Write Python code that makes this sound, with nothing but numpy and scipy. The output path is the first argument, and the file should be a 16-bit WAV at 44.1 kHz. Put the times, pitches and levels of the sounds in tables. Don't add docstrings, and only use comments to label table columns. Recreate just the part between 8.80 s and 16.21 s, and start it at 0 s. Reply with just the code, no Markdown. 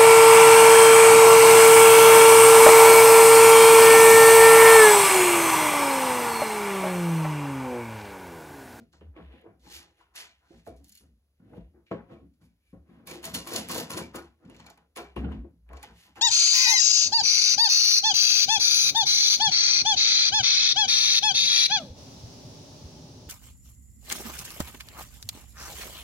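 import sys
import numpy as np
from scipy import signal
from scipy.fft import rfft, irfft, next_fast_len
from scipy.io import wavfile
from scipy.ndimage import uniform_filter1d

SR = 44100
rng = np.random.default_rng(int(sys.argv[2]) if len(sys.argv) > 2 else 0)


def output_pcm(signal):
    pcm = np.clip(np.atleast_2d(signal).T, -1, 1) * 32767
    wavfile.write(sys.argv[1], SR, np.round(pcm).astype(np.int16))


N = 326781


def from_db(db):
    return 10 ** (np.asarray(db) / 20)


def rms_one(x):
    return x / np.sqrt(np.mean(x ** 2) + 1e-20)


def at_hz(points, hz):
    p = np.array(points, float)
    return np.interp(np.log(hz + 1), np.log(p[:, 0] + 1), p[:, 1])


def low_pass(x, order, cutoff_hz):
    sos = signal.butter(order, min(cutoff_hz, .45 * SR), fs=SR, output="sos")
    return signal.sosfilt(sos, x)


def waver(smoothing_s):
    step = 50
    width = int(smoothing_s * SR / step)
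    noise = rng.standard_normal(N // step + 2)
    slow = uniform_filter1d(uniform_filter1d(noise, width), width)
    return np.interp(np.arange(N) / step, np.arange(len(slow)), rms_one(slow))


def strokes(rows, fades_db_per_s):
    swell_range_db = 30.5
    t = np.arange(0, N + 32, 32) / SR
    power = 0
    for start_s, rise_s, hold_s, *levels_db in rows:
        swell_db = swell_range_db * np.minimum((t - start_s) / max(rise_s, .002) - 1, 0)
        fading_s = np.maximum(t - start_s - rise_s - hold_s, 0)
        fade_db = np.outer(fades_db_per_s, fading_s)
        stroke_db = np.array(levels_db)[:, None] + swell_db - fade_db
        power = power + (t >= start_s) * from_db(2 * stroke_db)
    return [np.interp(np.arange(N) / SR, t, np.sqrt(p)) for p in power]


def grit(per_s, spread_db):
    uneven_db = spread_db * np.minimum(rng.exponential(1, (2, N)), 4)
    sizes = from_db(uneven_db) * rng.standard_normal((2, N))
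    slipping = rng.random((2, N)) < per_s / SR
    return rms_one(sizes * slipping)


def blows(times, levels_db, t60, rise_s):
    power = np.zeros(N)
    for s, level_db in zip(times, levels_db):
        at = int(s * SR)
        t = np.arange(min(N - at, int(t60 * SR) + 1)) / SR
        decay = from_db(2 * (level_db - 60 * t / t60))
        power[at:at + len(t)] += decay * (1 - np.exp(-t / rise_s)) ** 2
    return np.sqrt(power)


def ring(x, hz, width_hz, gain):
    r = np.exp(-np.pi * width_hz / SR)
    top = gain * (1 - r * r) / 2
    return signal.lfilter([top, 0, -top], [1, -2 * r * np.cos(2 * np.pi * hz / SR), r * r], x)


def body(grains, rubbing, hits, modes, broad_db, strike_db, crack_db, rise_s, grip_db):
    times, level_db, t60, spot_hz = hits
    at = (times * SR).astype(int)
    shaken = grains * np.hypot(rubbing, blows(times, level_db, t60, rise_s))
    drive = np.vstack([shaken, grains[:1]]) + 1e-18

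    cracked = drive.copy()
    cracked[0, at] += from_db(level_db + crack_db)
    edges = [0.8 * modes[0][0], min(1.09 * modes[-1][0], .45 * SR)]
    band = signal.butter(3, edges, "band", fs=SR, output="sos")
    out = from_db(broad_db) * signal.sosfilt(band, cracked)

    latest = np.maximum(np.searchsorted(at, np.arange(N), "right") - 1, 0)
    facing = np.array([np.ones(len(times)), rng.choice([-1, 1], len(times))])
    uneven_db = rng.normal(0, 1.0, (len(times), 2 * len(modes)))
    for k, (hz, width_hz, mode_db) in enumerate(modes):
        spot_db = -np.minimum(45 * np.abs(np.log2(hz / spot_hz)), 14)
        hit_db = level_db + strike_db + spot_db + uneven_db[:, 2 * k:2 * k + 2].T
        strikes = np.full((2, N), 1e-18)
        strikes[:, at] = from_db(hit_db) * facing / width_hz
        held_db = 0.43 * spot_db[latest]
        shifting_db = grip_db * np.tanh(waver(0.067))
        struck = drive * from_db(held_db + shifting_db)
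        struck[:2] += low_pass(strikes, 2, 0.83 * hz)
        out += ring(struck, hz, width_hz, from_db(mode_db) * (-1) ** k)
    out = low_pass(out, 2, 0.98 * modes[-1][0])
    return out[:2] / np.std(out[2])


# (f/Hz, level/dB per Hz)
HUM_AND_HISS = [(18, -63.5), (30, -25), (56, -0.5), (75, 0), (109, -15.5), (512, -26), (913, -34),
                (1810, -35.5), (3310, -36.5), (3580, -35), (8980, -41.5), (10800, -35), (16000, -41.5)]


def workshop():
    hz = np.fft.rfftfreq(N, 1 / SR)
    spectrum = rfft(rng.standard_normal((2, N))) * from_db(at_hz(HUM_AND_HISS, hz))
    return from_db(-74) * rms_one(irfft(spectrum, N))


# (t/s, rise/s, hold/s, level/dB)
SHOVES = [(-0.053, 0.041, 0.065, -69), (0.102, 0.19, 0.005, -43.5), (0.351, 0.099, 0.064, -47.5),
          (0.618, 0.23, 0.0, -57), (0.84, 0.13, 0, -54), (1.703, 0.042, 0.038, -59),
          (1.821, 0.084, 0.11, -53), (2.172, 0.059, 0.11, -61.5), (2.619, 0.2, 0.041, -49),
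          (2.92, 0.025, 0.061, -64.5), (3.075, 0.08, 0.064, -57.5), (3.284, 0.056, 0.16, -59.5),
          (3.482, 0.21, 0.0, -61), (3.809, 0.2, 0.0, -52), (4.076, 0.058, 0.055, -65),
          (4.209, 0.085, 0.2, -63), (4.297, 0.206, 0.118, -54.5), (4.624, 0.26, 0.017, -57),
          (4.914, 0.027, 0.033, -56), (5.033, 0.18, 0.072, -54.5), (5.258, 0.071, 0.16, -58.5),
          (5.594, 0.066, 0.23, -62.5), (5.998, 0.062, 0, -75), (6.159, 0.055, 0.12, -57),
          (6.344, 0.04, 0.12, -33), (6.535, 0.053, 0.02, -36), (6.724, 0.22, 0.013, -41.5),
          (7.075, 0.029, 0.031, -55), (7.239, 0.0064, 0.179, -70.0)]
BENCH_FADE = [245]


def bench():
    pitch_hz = 65.6 + 6.6 * waver(0.054)
    phase = 2 * np.pi * np.cumsum(pitch_hz) / SR
    return np.sqrt(2) * strokes(SHOVES, BENCH_FADE)[0] * np.sin(phase)


# (t/s, rise/s, hold/s, bar level/dB, jaw level/dB, thin edge level/dB)
SCRAPES = [(-0.044, 0.033, 0.0072, -74.5, -72.5, -81), (0.115, 0.015, 0.002, -66, -72.0, -85),
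           (0.203, 0.0074, 0.005, -95, -71, -90), (0.34, 0.025, 0.1, -87, -65, -87),
           (0.44, 0.084, 0.067, -86, -63, -87), (0.794, 0.14, 0.039, -49, -52, -55),
           (1.08, 0.12, 0.016, -78, -68.5, -80), (1.339, 0.023, 0.049, -47.5, -47.5, -56.5),
           (1.516, 0.21, 0.07, -72, -70.5, -79.5), (1.824, 0.046, 0.009, -66, -66.5, -65),
           (1.944, 0.026, 0.002, -73, -78, -77), (2.004, 0.15, 0.036, -64.5, -70.5, -63.0),
           (2.029, 0.014, 0.066, -69.5, -77, -70), (2.543, 0.23, 0.0016, -81, -68, -82),
           (3.058, 0.0069, 0.027, -83, -69.5, -89), (3.104, 0.008, 0.004, -70, -57, -83),
           (3.243, 0.071, 0.027, -79, -67, -84), (3.526, 0.0098, 0.0027, -89.0, -93, -90),
           (3.591, 0.027, 0.039, -77.5, -78, -80.5), (3.703, 0.17, 0.06, -87, -79, -85.5),
           (4.009, 0.091, 0.1, -88.5, -74.5, -91), (4.256, 0.017, 0.069, -51.5, -50.5, -54),
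           (4.418, 0.026, 0.021, -43.5, -47, -45), (4.529, 0.015, 0.011, -36, -42.5, -37.5),
           (4.607, 0.154, 0.019, -37, -41, -38.5), (4.66, 0.013, 0.0076, -48, -48.5, -47.5),
           (4.862, 0.037, 0.1, -39.5, -43.5, -41.5), (5.084, 0.02, 0.019, -44, -48, -43.5),
           (5.155, 0.014, 0.011, -42.5, -45, -43.5), (5.331, 0.017, 0.019, -52, -53.5, -50.5),
           (5.553, 0.17, 0.14, -72, -67.5, -85), (5.78, 0.013, 0.002, -65, -66, -85),
           (5.856, 0.006, 0.002, -61, -67, -72), (5.89, 0.0073, 0.0087, -67, -69.5, -74),
           (5.965, 0.01, 0.00067, -79.0, -73.5, -87), (6.151, 0.01, 0.021, -51.0, -49, -54.5),
           (6.355, 0.0064, 0.02, -68, -54.5, -70), (6.436, 0.091, 0.002, -74.5, -60, -81),
           (6.85, 0.1, 0.075, -71.0, -68, -84), (7.019, 0.0093, 0.002, -56.5, -52, -59),
           (7.021, 0.17, 0.07, -64.5, -63.5, -70), (7.345, 0.017, 0.02, -62, -60.5, -69)]
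# (bar, jaw, thin edges), each fade/dB per s
STEEL_FADES = [222.5, 166.5, 308.5]
# (t/s, bar level/dB, jaw level/dB, thin edge level/dB, struck pitch of jaw f/Hz)
CATCHES = [(.1292, -76, -79, -70, 3310), (0.209, -86, -66.5, -85, 2750), (0.3635, -83, -60.5, -81, 2217),
           (.6136, -82, -80, -72, 2407), (.8609, -78, -64, -74, 2247), (1.2104, -76, -79, -77, 2860),
           (1.356, -59, -68, -49, 3320), (1.3638, -56, -68, -55, 2195), (1.875, -65, -70, -56, 2365),
           (1.9635, -74, -87, -68, 3290), (2.0433, -58, -76, -57, 3310), (2.0826, -73, -80, -58, 2780),
           (2.0937, -59, -73, -50, 3320), (2.1216, -55, -75, -52, 3270), (2.1524, -53, -66, -52, 3320),
           (2.1735, -55, -76, -53, 3300), (3.066, -79, -73, -99, 2410), (3.1137, -65, -54, -73, 2260),
           (3.5374, -80, -90, -94, 2253), (4.2722, -46, -56, -41, 2270), (4.31, -45, -49.5, -43, 2240),
           (4.4296, -54, -54.5, -48, 2990), (4.441, -43, -48, -44, 2250), (4.4539, -38, -53, -34, 3290),
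           (4.5444, -35, -42, -31.5, 3010), (4.6738, -41.5, -50, -38, 2344), (4.736, -38, -55, -33.5, 3300),
           (4.7593, -26.5, -55, -32.5, 2740), (4.8867, -55, -48, -34, 2450),
           (4.9157, -33, -52, -30.5, 2630), (4.946, -35, -55, -32, 2250), (4.98, -31, -49, -33, 2720),
           (5.1043, -54, -44.5, -41, 2450), (5.1344, -38, -47, -52, 2420), (5.173, -37, -49, -43, 2373),
           (5.352, -55, -54, -46, 2256), (5.3587, -44, -52, -36, 2420), (5.65, -69.5, -71, -78.5, 2250),
           (5.698, -65, -62, -63, 2750), (5.746, -63, -61, -67, 2365), (5.7635, -58.5, -76, -66, 2395),
           (5.7996, -54, -56.5, -65, 3300), (5.8638, -55.5, -59, -57.5, 2410),
           (5.9003, -52.5, -65, -57, 2245), (5.975, -67.5, -67, -65, 2200), (6.163, -60, -51, -46.5, 2400),
           (6.1707, -45, -45, -42, 2460), (6.3635, -69, -46.5, -58, 2674), (6.443, -83, -54, -83, 2760),
           (6.519, -70, -58, -67, 2870), (6.889, -83, -64, -74.5, 2415), (6.932, -61, -62, -58, 2250),
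           (6.9688, -54.5, -60, -64, 2254), (7.029, -48.5, -54.5, -43, 2253), (7.3565, -66, -58, -64, 2590)]
# (f/Hz, width/Hz, level/dB)
JAW_MODES = [(2080, 17, -23.5), (2316, 62, 3.5), (2660, 16, -8), (2860, 49, -8), (2830, 18, 1),
             (3067, 17, 1), (3303, 57, -11.5)]
# (f/Hz, width/Hz, level/dB)
BAR_MODES = [(4334, 127, 12.5), (4332, 200, 10.5), (5240, 60, -24), (6000, 180, -19.5), (6130, 42, -24.5),
             (6986, 44, -7), (7370, 190, -11.5)]
# (f/Hz, width/Hz, level/dB)
EDGE_MODES = [(9200, 260, 17.5), (9720, 1300, 11.9), (12050, 500, 8.4), (15000, 740, 3.9)]


def steel():
    bar, jaw, edge = strokes(SCRAPES, STEEL_FADES)
    s, bar_db, jaw_db, edge_db, jaw_hz = np.transpose(CATCHES)
    bar_hz, edge_hz = np.full(len(s), 6900.), np.full(len(s), 11000.)
    jaw_t60, bar_t60, edge_t60 = 0.15, 0.049, 0.025
    grains = grit(6000, 1.7)
    out = body(grains, jaw, (s, jaw_db, jaw_t60, jaw_hz), JAW_MODES,
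               broad_db=-3, strike_db=72.5, crack_db=10.0, rise_s=0.00045, grip_db=9.0)
    out += body(grains, bar, (s, bar_db, bar_t60, bar_hz), BAR_MODES,
                broad_db=-9.5, strike_db=73.0, crack_db=9.0, rise_s=0.0012, grip_db=-1.0)
    out += body(grains, edge, (s, edge_db, edge_t60, edge_hz), EDGE_MODES,
                broad_db=0.5, strike_db=66, crack_db=21.5, rise_s=0.00022, grip_db=5.5)
    return out


# (t/s, rise/s, hold/s, board level/dB, block level/dB, clamp pad level/dB)
GRINDS = [(-0.032, 0.013, 0.0076, -53.5, -58, -71.5), (0.129, 0.0051, 0.002, -58, -65.5, -64),
          (0.207, 0.0049, 0.002, -52, -59, -65), (0.31, 0.072, 0.0099, -52.5, -49.5, -56),
          (0.326, 0.21, 0.018, -59.5, -57.5, -67), (0.553, 0.12, 0.006, -55, -51.5, -63.5),
          (0.799, 0.055, 0.19, -69.5, -64, -65), (1.13, 0.066, 0.033, -83, -71.5, -68),
          (1.285, 0.096, 0.058, -75, -64, -57.0), (1.55, 0.081, 0.038, -91, -78, -71),
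          (1.647, 0.081, 0.0063, -55.5, -58.5, -68), (1.862, 0.0071, 0.002, -49.5, -45.5, -59.5),
          (1.95, 0.047, 0.038, -61.5, -71.5, -79.5), (2.203, 0.0046, 0.027, -60.5, -69.5, -77.5),
          (2.585, 0.18, 0.002, -47, -50.0, -65.5), (2.59, 0.0093, 0.042, -57, -79, -78),
          (2.909, 0.043, 0.017, -65, -65, -73.5), (3.107, 0.0067, 0.002, -39.5, -34, -42),
          (3.25, 0.059, 0.0025, -47, -47.5, -58), (3.409, 0.0037, 0.001, -53.5, -82, -93),
          (3.583, 0.034, 0.0045, -58.5, -74.5, -74.5), (3.926, 0.0068, 0.0018, -56.5, -53.5, -70),
          (4.005, 0.096, 0.18, -57.5, -65.5, -69.5), (4.236, 0.054, 0.058, -57.5, -46.5, -54),
          (4.392, 0.049, 0.03, -46.5, -48, -49), (4.51, 0.038, 0.012, -45, -41, -45.5),
          (4.578, 0.16, 0.049, -42.5, -37, -44), (4.655, 0.012, 0.02, -51.5, -51.5, -48),
          (4.845, 0.058, 0.089, -42.5, -38.5, -42), (5.006, 0.14, 0.048, -42.0, -42.5, -44.5),
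          (5.09, 0.0085, 0.01, -48, -49, -49), (5.314, 0.036, 0.011, -49.5, -43.5, -45),
          (5.565, 0.071, 0.15, -57, -60.5, -67), (5.642, 0.24, 0.017, -69, -61, -58.5),
          (5.963, 0.014, 0.0042, -70, -63, -66), (6.158, 0.0099, 0.028, -55, -40.5, -45.5),
          (6.357, 0.0063, 0.16, -36.5, -45, -54.5), (6.64, 0.0077, 0.002, -54, -63, -72.0),
          (6.856, 0.059, 0.051, -61.5, -53, -55.5), (6.99, 0.038, 0.084, -61, -62.5, -61.5),
          (7.047, 0.23, 0.002, -66.5, -73, -67.5), (7.358, 0.0073, 0.012, -56, -48, -48)]
# (board, block, clamp pad), each fade/dB per s
WOOD_FADES = [144, 186, 185.5]
# (t/s, block level/dB, board level/dB, clamp pad level/dB,
# struck pitch of block f/Hz, struck pitch of pad f/Hz)
WOOD_KNOCKS = [(.133, -72, -83, -67, 329, 1350), (0.211, -59, -60, -66, 424, 800),
               (.364, -51, -76, -61.5, 320, 1160), (.54, -68, -75, -72, 434, 926),
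               (.658, -56.5, -79, -63, 335, 934), (0.865, -76, -58, -59, 325, 815),
               (1.208, -72, -90, -64, 750, 980), (1.35, -69, -89, -57.5, 718, 1650),
               (1.706, -54.5, -64, -90, 330.4, 845), (1.866, -45, -78, -53.5, 709, 832),
               (2.206, -73.5, -80, -76, 412, 1590), (2.599, -76, -61, -81, 328.5, 1410),
               (2.734, -68, -55, -59.5, 332, 840), (2.778, -71, -44.5, -67, 341, 840),
               (3.112, -35, -37, -48, 598, 1090), (3.313, -75, -58, -68, 496, 1100),
               (3.426, -64.5, -59, -91, 336, 1420), (3.615, -85, -65, -76, 331, 1510),
               (3.930, -68, -47, -75.5, 337, 1070), (4.09, -65.5, -56, -77, 332, 1120),
               (4.273, -64, -57.5, -55, 343.6, 1010), (4.314, -48.5, -68, -61, 331, 930),
               (4.447, -56, -62, -55, 654, 980), (4.535, -57.5, -41, -58, 330, 996),
               (4.669, -66, -59.5, -49, 325, 1140), (4.75, -40.5, -60.5, -48, 690, 987),
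               (4.788, -46, -47.5, -61, 524, 890), (4.898, -63, -48.5, -44, 319.4, 1120),
               (4.945, -47, -54, -55.5, 658, 992), (5.1, -59.5, -50.5, -47.5, 329, 1113),
               (5.166, -40, -55.5, -62, 332, 1030), (5.211, -43.5, -45, -50.5, 340, 904),
               (5.343, -57.5, -81, -46, 338, 1290), (5.659, -68, -49.5, -80.5, 346, 1040),
               (5.693, -57, -76, -65, 345, 900), (5.798, -75, -63.5, -56.5, 675, 910),
               (5.863, -74, -85, -62, 748, 830), (5.902, -58.5, -83, -63.5, 694, 836),
               (5.974, -74, -73, -63, 708, 810), (6.162, -61, -71.5, -52.5, 751, 1037),
               (6.363, -35.5, -52, -42.5, 318, 957), (6.446, -45.5, -36, -51.5, 327, 1450),
               (6.517, -51, -57, -62, 334, 966), (6.645, -53, -62, -66, 336, 930),
               (6.898, -56.5, -60, -64, 750, 830), (6.933, -58, -66, -55.5, 740, 1085),
               (7.035, -57, -80, -48.5, 743, 830), (7.357, -75, -70, -57.5, 329, 815)]
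# (f/Hz, width/Hz, level/dB)
BOARD_MODES = [(109, 7.7, -6), (172.2, 9.7, -1.5), (202.2, 15, -9), (228, 43, -0.5), (277, 38, 1)]
# (f/Hz, width/Hz, level/dB)
BLOCK_MODES = [(339.8, 21.7, 6), (406.4, 9.2, 1.5), (456, 65, 1), (547, 17, 2), (543, 38, -15.5),
               (667.8, 20, 3), (708.3, 12, -2), (766, 29, -2.5)]
# (f/Hz, width/Hz, level/dB)
PAD_MODES = [(833, 32, 2), (899, 38, 0.5), (1003, 40, 0), (1097.6, 16.6, 3.5), (1255, 17, -3),
             (1429, 49, 4), (1510, 79, -4), (1950, 10, -28)]


def wood():
    board, block, pad = strokes(GRINDS, WOOD_FADES)
    s, block_db, board_db, pad_db, block_hz, pad_hz = np.transpose(WOOD_KNOCKS)
    board_hz = np.full(len(s), 190.)
    board_t60, block_t60, pad_t60 = 0.18, 0.12, 0.027
    out = body(grit(1200, 2.37), board, (s, board_db, board_t60, board_hz), BOARD_MODES,
               broad_db=-13.5, strike_db=61.0, crack_db=31.5, rise_s=.003, grip_db=5.0)
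    out += body(grit(2000, 2.23), block, (s, block_db, block_t60, block_hz), BLOCK_MODES,
                broad_db=-18.5, strike_db=68, crack_db=30.5, rise_s=.0015, grip_db=5.5)
    out += body(grit(2500, 3.0), pad, (s, pad_db, pad_t60, pad_hz), PAD_MODES,
                broad_db=-8.0, strike_db=70.0, crack_db=22, rise_s=0.0012, grip_db=4)
    return out


# (f/Hz, share in common 0-1)
COMMON_SHARE = [(60, .995), (125, .995), (180, .97), (250, .88), (500, .72), (1000, .6), (2500, .6),
                (5000, .63), (8000, .91), (15000, .85)]
# (f/Hz, lead/rad)
LEFT_LEAD = [(0, 0), (950, -0.4), (1210, 1.0), (3190, 3.0), (3450, 2.9), (4130, 4.0), (6720, 5.5),
             (8870, 2.8), (10400, 0.4), (11300, 0.0), (12600, -2.7), (14000, -3.5), (15200, -6.0),
             (16500, -6.3)]
# (f/Hz, level/dB)
LEFT_TILT = [(60, .4), (250, 1.2), (1000, 2.2), (2000, .2), (4000, -1), (8000, .3)]


def two_ports(streams):
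    size = next_fast_len(N + SR // 10)
    hz = np.fft.rfftfreq(size, 1 / SR)
    direct, reflected = rfft(streams, size)
    alike = np.clip(at_hz(COMMON_SHARE, hz), 0, 1)
    side = np.array([[1], [-1]])
    ports = np.sqrt((1 + alike) / 2) * direct + side * np.sqrt((1 - alike) / 2) * reflected
    balance = from_db(side * at_hz(LEFT_TILT, hz) / 2)
    lead = np.exp(.5j * side * np.interp(hz, *np.transpose(LEFT_LEAD)))
    return irfft(ports * balance * lead, size)[:, :N]


def scene():
    direct_only = [[1], [0]]
    return two_ports(workshop() + bench() * direct_only + steel() + wood())


# (f/Hz, width/Hz)
TREBLE_GAPS = [(8650, 140), (13300, 510)]


def record(dry):
    dry = signal.sosfilt(signal.butter(2, 45, "high", fs=SR, output="sos"), dry)
    for hz, width_hz in TREBLE_GAPS:
        edges = [hz - width_hz / 2, hz + width_hz / 2]
        dry = signal.sosfilt(signal.butter(1, edges, "bandstop", fs=SR, output="sos"), dry)
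    return signal.sosfilt(signal.cheby2(12, 70, 16960, fs=SR, output="sos"), dry)


dry = scene()
out = record(dry)
output_pcm(out)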